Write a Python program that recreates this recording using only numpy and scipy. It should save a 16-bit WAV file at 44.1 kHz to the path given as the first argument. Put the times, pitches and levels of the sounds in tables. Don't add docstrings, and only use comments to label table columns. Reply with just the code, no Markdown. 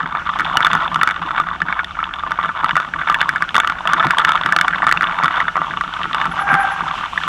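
import sys
import numpy as np
from scipy import signal
from scipy.io import wavfile
from scipy.ndimage import uniform_filter1d

SR = 44100
rng = np.random.default_rng(int(sys.argv[2]) if len(sys.argv) > 2 else 0)


def persist_wave(psi):
    counts = np.round(np.clip(psi, -1, 1) * 32767).astype(np.int16)
    wavfile.write(sys.argv[1], SR, np.atleast_2d(counts).T)


N = 321039
T = np.arange(N) / SR

# (time [s], blow level [dB], pitch [Hz],
# upper modes against the blow [dB], dry tick against the blow [dB])
BLOWS = [(0.0056, -7.5, 1410, -33, -34), (0.0596, -9, 1490, -23, -36), (0.1515, -5, 1200, -27, -28),
         (0.172, -11, 1240, -27, -39.5), (0.2923, -3, 1210, -25, -40), (0.3596, -10, 1070, -27, -39),
         (0.3893, -6.5, 1270, -11, -14), (0.3973, -3.5, 1460, -23, -14), (0.4067, -2.5, 1310, -26, -17),
         (0.418, -9, 1460, -15, -36), (0.448, -15, 1470, 2.5, -29.5), (0.464, -10, 1520, -17, -30),
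         (0.5561, -6, 1030, -14.5, -38), (0.5716, 1.5, 1370, -9, -8.5), (0.6063, -2, 1340, -18, -26),
         (0.6298, -5.5, 1440, -7, -34), (0.6484, -1.5, 1250, -8, -15), (0.66, -2.5, 1387, -13.5, -18),
         (0.6683, 2, 1410, -13, -17), (0.7148, -6, 1490, -3, -27), (0.7329, -1, 1360, -9.5, -14),
         (0.752, 1, 1285, -21, -17), (0.8795, -16.5, 1530, 2.5, -25), (0.9452, -10, 1161, -1, -8),
         (0.9595, -1.5, 1250, -18, -24), (1.0144, 2, 1400, -13, -38), (1.033, 2, 1310, -14.5, -10.5),
         (1.0759, 2, 1420, -21, -25), (1.0896, -4, 1480, -23, -18), (1.101, -8, 1429, -18, -28),
         (1.1105, -4, 1355, -15, -16), (1.3083, -9, 1342, -18, -36), (1.3147, -10.5, 1370, -19, -24),
         (1.3805, -2.5, 1530, -18, -42.5), (1.401, 0.5, 1212, -19, -20.5), (1.4878, -9, 1400, -21, -24),
         (1.514, -9, 1160, -31, -39), (1.6189, -2, 1540, -21, -20.5), (1.6863, -5.5, 1560, -30, -42),
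         (1.7053, -13, 1200, -31, -37), (1.7266, -3, 1530, -23, -34), (1.794, -3.5, 1550, -34, -47),
         (1.8016, -13, 1250, -30, -34), (1.8088, -15, 1420, -16, -30), (1.8458, -11.5, 1840, -5.5, -13.5),
         (1.972, -14, 1000, -27, -32), (1.991, -10, 1230, -34, -41), (2.0046, -12, 1500, -29, -26),
         (2.0297, -6, 1230, -35, -41), (2.0415, -16, 1604, 5, -35), (2.139, -15.5, 1450, -1, -29),
         (2.237, -7, 1130, -33, -37), (2.267, -11, 1060, -28, -34), (2.3094, -5.5, 1218, -23.5, -21),
         (2.319, -4.5, 1420, -16, -17), (2.39, -3, 1140, -32, -40), (2.3995, -6.5, 1300, -23, -39),
         (2.4388, -10, 1256, -27, -28), (2.4481, -8, 1490, -19, -32), (2.4588, -9, 1240, -13, -22),
         (2.4921, -4.5, 1334, -29, -40), (2.6361, -8, 1020, -27, -36), (2.645, 0, 1180, -23, -43),
         (2.6608, -9, 1500, -10, -27), (2.694, -4, 1410, -7, -32), (2.7102, -3.5, 1588, -13, -26),
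         (2.7562, -2.5, 1376, -18, -22), (2.7674, 1.5, 1201, -17.5, -15.5), (2.7772, -5.5, 1416, -21, -22),
         (2.8017, -3.5, 1350, -16.5, -18), (2.9386, -4.5, 1557, -31, -44), (3.0153, -6, 1540, -33, -40),
         (3.074, -3.5, 1340, -26, -34.5), (3.0871, -5.5, 1560, -15, -22.5), (3.0995, 1.5, 1210, -13, -15.5),
         (3.108, -9, 1500, -16, -29), (3.117, -8.5, 1480, -20, -27), (3.125, -3.5, 1280, -22, -22),
         (3.1451, -4, 1630, 2, -17), (3.1519, -4, 1680, -25, -36), (3.2075, -11.5, 1470, -3, -26),
         (3.2149, 2, 1540, -18, -15), (3.2294, -8, 1550, -15, -28), (3.2587, -11, 1043, -27, -34),
         (3.2925, 2, 1560, -28, -15.5), (3.3001, -12, 1464, -28, -34), (3.3605, -2.5, 1530, -29, -21),
         (3.424, 2, 1600, -33, -26), (3.4916, -13.5, 1460, 2, -22), (3.5455, -4, 1360, -9, -12),
         (3.5546, 2, 1310, -11.5, -16.5), (3.5658, 1, 1520, -7, -13), (3.5813, 1.5, 1130, -15.5, -19),
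         (3.5906, -7, 1270, -27, -36), (3.602, 1, 1440, -4.5, -15), (3.6349, -7, 1189, -33, -38),
         (3.6477, -4.5, 1350, -19, -26.5), (3.6746, -2, 1340, -12.5, -12), (3.699, -1.5, 1375, -17, -17.5),
         (3.8558, -3.5, 1030, -31, -34), (3.8747, -3.5, 1410, -10.5, -12), (3.935, 2.5, 1450, -19, -12.5),
         (3.9985, -6, 1200, -5.5, -31), (4.0048, -1.5, 1379, -24, -38), (4.028, -4, 1310, -30, -23),
         (4.0414, 0, 1250, -32, -41), (4.052, -3, 1250, -33, -21), (4.0692, -2, 1340, -21, -16),
         (4.108, 2, 1570, -13, -12), (4.1855, -1.5, 1610, -3, -12), (4.196, -0.5, 1330, -23, -18),
         (4.2496, 2, 1560, -8, -15), (4.2837, -2.5, 1415, -21, -28), (4.2922, -2, 1330, -10, -15),
         (4.3199, -4, 1360, -12, -13), (4.3557, -2, 1166, -14, -20), (4.4619, 1, 1350, -17, -15),
         (4.5245, 2, 1510, -32, -12), (4.5644, 2, 1410, -15.5, -9), (4.5884, -0.5, 1460, -13, -16),
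         (4.6127, 2, 1580, -14, -6), (4.682, 2, 1471, -17, -18.5), (4.7345, -5, 1560, -29, -32),
         (4.7476, -4, 1582, -42, -36), (4.8221, -2, 1470, -39, -33), (4.831, -3, 1110, -25, -30),
         (4.843, -4.5, 1370, -29, -22), (4.8684, 0, 1260, -12.5, -15), (4.8753, 0.5, 1340, -31, -24),
         (4.885, -6, 1320, -14, -29), (4.893, -3.5, 1332, -15, -15), (4.914, -0.5, 1723, -15, -16),
         (4.9251, 2, 1370, -13.5, -7), (4.974, -6, 1410, -1, -31), (5.0106, -1.5, 1440, -24, -24),
         (5.023, -3.5, 1310, -20, -14), (5.0315, -2.5, 1520, -15, -20), (5.0415, -6, 1250, -13, -37),
         (5.0712, -12.5, 1510, 2, -32), (5.188, -6, 1250, -26, -33), (5.2005, -7, 1040, -24, -32),
         (5.2107, -8, 1240, -30, -39), (5.2289, -2.5, 1370, -13, -35), (5.2362, -2, 1240, -20, -13.5),
         (5.2445, -0.5, 1240, -18, -18), (5.2584, -2, 1330, -10, -16), (5.2815, -3.5, 1420, -15, -26),
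         (5.3102, -6, 1350, -18, -29), (5.3771, -7, 1300, -31, -35), (5.404, -2.5, 1810, -15, -18),
         (5.4149, -5, 1220, -27, -30.5), (5.4831, -2.5, 1540, -18, -34), (5.5574, -4.5, 1180, -33, -39),
         (5.568, -0.5, 1140, -37, -22), (5.5776, -4.5, 1230, -32, -39), (5.6181, -4.5, 1200, -34, -36),
         (5.71, -9, 1590, -32, -33), (5.7383, -11, 1290, -18, -31), (5.773, -7.5, 1260, -7, -32),
         (5.8114, -2, 1350, -20, -20), (5.8386, -12, 1290, -14, -28), (5.9388, -11.5, 1312, -5, -27),
         (5.9928, -9, 1180, -16, -34), (6.0062, -10, 1060, -27, -30), (6.0158, -11, 1270, -18, -29),
         (6.0334, -14.5, 1770, 3, -24), (6.0436, -9, 1404, -31, -31), (6.056, -8, 1290, -25, -35),
         (6.132, -17, 1811, 2.5, -24), (6.1474, -3.5, 1360, -14, -17), (6.2156, -4.5, 1500, -6, -20.5),
         (6.2559, -2.5, 1250, -23, -17), (6.392, -5, 1250, -32, -29), (6.4909, -4, 1380, -26, -37),
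         (6.5187, -3, 1420, -29, -33), (6.5322, -2, 1410, -22, -24), (6.5418, -0.5, 1400, -14, -15),
         (6.5526, -3, 1300, -25, -18), (6.606, -6.5, 1280, -30, -28), (6.8082, -7, 1190, -20, -29),
         (6.8808, -9, 1300, -15, -28), (7.0114, -9, 1200, -22, -28), (7.1782, -1.5, 1720, -17, -28),
         (7.2367, -9, 1370, -4, -30), (7.2785, -6.5, 1230, -18, -26.5)]
# (time [s], loose rattle level [dB], frame thrum level [dB])
ROUGHNESS = [(0.0, -25.5, -45.5), (0.34, -25, -42), (0.59, -19, -39), (1.92, -28.5, -46),
             (2.35, -24.5, -44), (2.45, -25.5, -45), (3.65, -24, -42.5), (4.11, -18, -42),
             (4.4, -17.5, -43), (4.8, -22, -39), (5.45, -21.5, -45.5), (5.82, -30, -41.5),
             (6.04, -27, -42.5), (6.2, -21.5, -38.5), (6.45, -22.5, -43), (6.61, -26.5, -43.5),
             (6.93, -23, -46), (7.28, -27, -43)]


def undb(db):
    return 10 ** (np.asarray(db) / 20)


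def level(x, db):
    return x * undb(db) / np.sqrt(np.mean(x ** 2))


def column(table, index):
    rows = np.array(table)
    return np.interp(T, rows[:, 0], rows[:, index])


def band(x, hz, width):
    b, a = signal.iirpeak(min(hz, 0.45 * SR), hz / width, fs=SR)
    return signal.lfilter(b, a, x)


def double_band(x, hz, width):
    return band(band(x, hz, width), hz, width)


def walk(rate):
    hold = int(SR / rate)
    steps = np.repeat(rng.standard_normal(N // hold + 1), hold)
    return 1.25 * uniform_filter1d(uniform_filter1d(steps, hold), hold)[:N]


def spikes(s, size):
    size = np.asarray(size)
    out = np.zeros(N, dtype=size.dtype)
    inside = (s >= 0) & (s * SR < N)
    np.add.at(out, (s * SR).astype(int)[inside], size[inside])
    return out


def decay(x, tau_s):
    return signal.lfilter([1], [1, -np.exp(-1 / (tau_s * SR))], x)


def burst(s, db, hz, width_s):
    t = np.arange(-400, 401) / SR
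    swell = np.exp(-0.5 * (t / width_s) ** 2)
    start_turn = rng.random((len(s), 1))
    waves = undb(db)[:, None] * swell * np.sin(2 * np.pi * (np.outer(hz, t) + start_turn))
    out = np.zeros(N + len(t))
    np.add.at(out, np.add.outer(np.rint(s * SR).astype(int), np.arange(len(t))), waves)
    return out[len(t) // 2:][:N]


def ring(s, size, hz, t60, contact_s):
    pole = np.exp(2j * np.pi * hz / SR - np.log(1000) / (t60 * SR))
    push = np.exp(2j * np.pi * hz / SR - 1 / (contact_s * SR))
    feedback = np.convolve([1, -pole], [1, -push])
    return signal.lfilter([1 - abs(push)], feedback, spikes(s, size)).imag


def case(s, db, hz, hard_db, tick_db, width_s):
    # (frequency [Hz], relative weight [dB], 60 dB decay [s])
    main_modes = [(666, -4, 0.12), (771, 4.5, 0.027), (908, 1, 0.045), (962, -9, 0.02),
                  (1182.4, 1.5, 0.071), (1310.7, -4, 0.072), (1446, -11, 0.13), (1750, 1.5, 0.049),
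                  (1932, 9, 0.019), (2218, 10, 0.022)]
    # (frequency [Hz], relative weight [dB], 60 dB decay [s])
    upper_modes = [(2690, -3, 0.01), (2923, -5, 0.018), (3227, 1, 0.0063), (3412, -2, 0.011),
                   (3542, -4, 0.024), (4560, -23, 0.0036)]
    slope_db, scatter_db = 24, 5.0
    main_gain_db, upper_gain_db, tick_gain_db = -6, -4, 3

    chance = rng.standard_normal((len(s), len(main_modes) + len(upper_modes)))
    turn = np.exp(1.2j * rng.standard_normal(chance.shape))
    modes = np.array(main_modes)
    octaves_off = abs(np.log2(modes[:, 0] / hz[:, None]))
    share = undb(modes[:, 1] - slope_db * octaves_off + scatter_db * chance[:, :len(main_modes)])
    share = share / np.linalg.norm(share, axis=1, keepdims=True)

    out = burst(s, db - 2.0, hz, width_s)
    for k, (mode_hz, _, t60) in enumerate(main_modes):
        size = undb(db + main_gain_db) * share[:, k] * turn[:, k]
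        out = out + ring(s - width_s, size, mode_hz, t60, 0.33 * width_s)
    for k, (mode_hz, mode_db, t60) in enumerate(upper_modes, len(main_modes)):
        hit_db = db + hard_db + upper_gain_db + mode_db + scatter_db * chance[:, k]
        out = out + ring(s - 0.0008, undb(hit_db) * turn[:, k], mode_hz, t60, 0.00029)

    tick_shape = decay(spikes(s - 0.0004, undb(db + tick_db + tick_gain_db)), 0.0013)
    tick = tick_shape * np.sign(rng.standard_normal(N))
    return out + band(band(tick, 3470, 3130), 3800, 6800)


def knocks():
    return case(*np.transpose(BLOWS), width_s=0.000946)


def rattle():
    chance = rng.random((1150, 4)).T
    odds = np.cumsum(undb(4.8 * walk(30)))
    at = np.searchsorted(odds, chance[0] * odds[-1])
    extra_db = np.minimum(-4.2 * np.log(1 - chance[1]), 8)
    db = column(ROUGHNESS, index=1)[at] + 2.26 + extra_db
    hz = 1220 * 2 ** (0.69 * (chance[2] - 0.5))
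    hard_db = -16 + 15 * (chance[3] - 0.5)
    return case(at / SR, db, hz, hard_db, hard_db - 15.5, width_s=0.001472)


def tyres():
    # (time [s], level [dB])
    hiss = [(0.0, -64), (0.43, -56.5), (0.61, -56), (1.5, -62), (3.16, -58.5), (4.32, -56), (5.49, -56.5),
            (6.63, -52.5), (7.28, -51)]
    # (frequency [Hz], density [dB per Hz])
    rush = [(240, -56), (400, -52), (460, -27.5), (814, -10), (1200, -14), (1460, -4.5), (1630, -31),
            (2250, -21.5), (2470, -2), (3470, -32.5), (4240, -48), (5870, -32.5), (14600, -66.5),
            (16000, -86)]
    rush_hz, density_db = np.array(rush).T
    rough_db, hiss_db = column(ROUGHNESS, index=1), column(hiss, index=1)
    rough_swell_db = 1.2 * (rough_db - rough_db.mean())
    hiss_swell_db = hiss_db - hiss_db.mean()
    out = 0
    for hz in 450 * 2 ** (np.arange(16) / 3):
        hiss_share = np.clip(np.log2(hz / 1500) / 0.74, 0, 1)
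        db = np.interp(np.log(hz), np.log(rush_hz), density_db) + 10 * np.log10(hz)
        db = db + (1 - hiss_share) * rough_swell_db + hiss_share * hiss_swell_db
        db = db + (3.5 - 1.5 * hiss_share) * walk(30)
        noise = double_band(rng.standard_normal(N), hz, hz / 3)
        out = out + undb(db) * level(noise, 0)
    return level(out, -32)


def frame():
    # (time [s], level [dB])
    bumps = [(0.028, -29), (0.394, -28), (0.573, -23), (0.699, -23), (0.954, -22), (1.358, -34),
             (1.605, -29), (2.438, -21.5), (2.724, -30), (3.092, -32), (3.549, -24), (3.659, -29),
             (3.945, -23), (4.05, -21), (4.447, -23), (4.559, -26), (5.017, -25), (5.23, -20), (5.425, -26),
             (5.586, -27), (6.049, -28), (6.251, -25), (6.523, -18.5), (6.82, -24), (6.959, -27)]
    # (frequency [Hz], width [Hz], relative weight [dB])
    resonances = [(171.4, 37, 5.5), (228.8, 83, 1.5), (295.8, 38, -8.5)]
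    # (frequency [Hz], width [Hz], RMS level [dB])
    buffets = [(40.7, 42, -44), (71.8, 9.6, -52.5)]
    rise_s, fall_s, shake_db = 0.0024, 0.021, -7.5
    spread = 1.56

    bump_s, bump_db = np.transpose(bumps)
    shake = spikes(bump_s, undb(bump_db + shake_db))
    shake = decay(decay(shake, rise_s), fall_s) / (rise_s * SR)
    flicker = undb(2.84 * walk(40))
    road = rng.standard_normal(N) * flicker * (undb(column(ROUGHNESS, index=2)) + shake)
    blow_s, blow_db = np.transpose(BLOWS)[:2]
    signs = np.sign(rng.standard_normal(len(blow_s)))
    road = road + spikes(blow_s, undb(blow_db - 13) * signs)

    thrum, air = 0, 0
    for hz, width, db in resonances:
        thrum = thrum + undb(db) * np.sqrt(SR / width) * double_band(road, hz, spread * width)
    for hz, width, db in buffets:
        air = air + level(double_band(rng.standard_normal(N), hz, spread * width), db)
    return undb(-8.5) * thrum + air


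def groan():
    peak_s, hold_s, rise_db_s, fall_db_s = 6.51, 0.11, 110, 70
    peak_hz, sag_hz_per_db = 795, 0.5
    low_db, octave_db = -17.5, -17
    rise_db = np.minimum(rise_db_s * (T - peak_s), 0)
    grip_db = rise_db - fall_db_s * np.maximum(T - peak_s - hold_s, 0)
    hz = peak_hz + sag_hz_per_db * np.maximum(grip_db, -60)
    phase = 2 * np.pi * np.cumsum(hz * (1 + 0.016 * walk(200))) / SR
    low = undb(grip_db + low_db + 1.8 * walk(60))
    high = undb(grip_db + octave_db + 2.4 * walk(60))
    out = low * (1 + 0.61 * walk(160)) * np.sin(phase)
    out = out + high * (1 + 0.46 * walk(250)) * np.sin(2 * phase)
    out = out + high * undb(-21) * np.sin(3 * phase)
    rasp = level(band(band(rng.standard_normal(N), 1220, 1060), 1200, 1050), -6.5)
    out = out + high * rasp * undb(3.4 * walk(120))
    return signal.sosfilt(signal.butter(4, 2600, fs=SR, output="sos"), out)


def squeaks():
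    # (start [s], length [s], level [dB], frequency [Hz])
    passes = [(6.305, 0.054, -52, 11013), (6.393, 0.057, -46, 10995), (6.493, 0.072, -49, 11007),
              (6.589, 0.063, -43, 10972), (6.707, 0.044, -45, 10922)]
    wavering_samples = np.cumsum(1 + 0.0055 * walk(300))
    flutter_db = 2.6 * walk(150)
    out = 0
    for start, length, db, hz in passes:
        place = (T - start) / length
        swell_db = np.interp(place, (0, 0.36, 1), (-7, 6, -14))
        sounding = (place > 0) * (place < 1)
        tone = np.sin(2 * np.pi * hz * wavering_samples / SR)
        out = out + sounding * undb(db + swell_db + flutter_db) * tone
    return out


def scene():
    return (knocks() + rattle() + tyres() + frame() + groan() + squeaks())[None]


def record(dry):
    low_cut_hz, top_hz = 30, 15700
    clipped = np.clip(dry, -0.97, 0.97)
    no_bass = signal.sosfilt(signal.butter(2, low_cut_hz, "high", fs=SR, output="sos"), clipped)
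    return signal.sosfilt(signal.ellip(10, 0.2, 90, top_hz, fs=SR, output="sos"), no_bass)


dry = scene()
out = record(dry)
persist_wave(out)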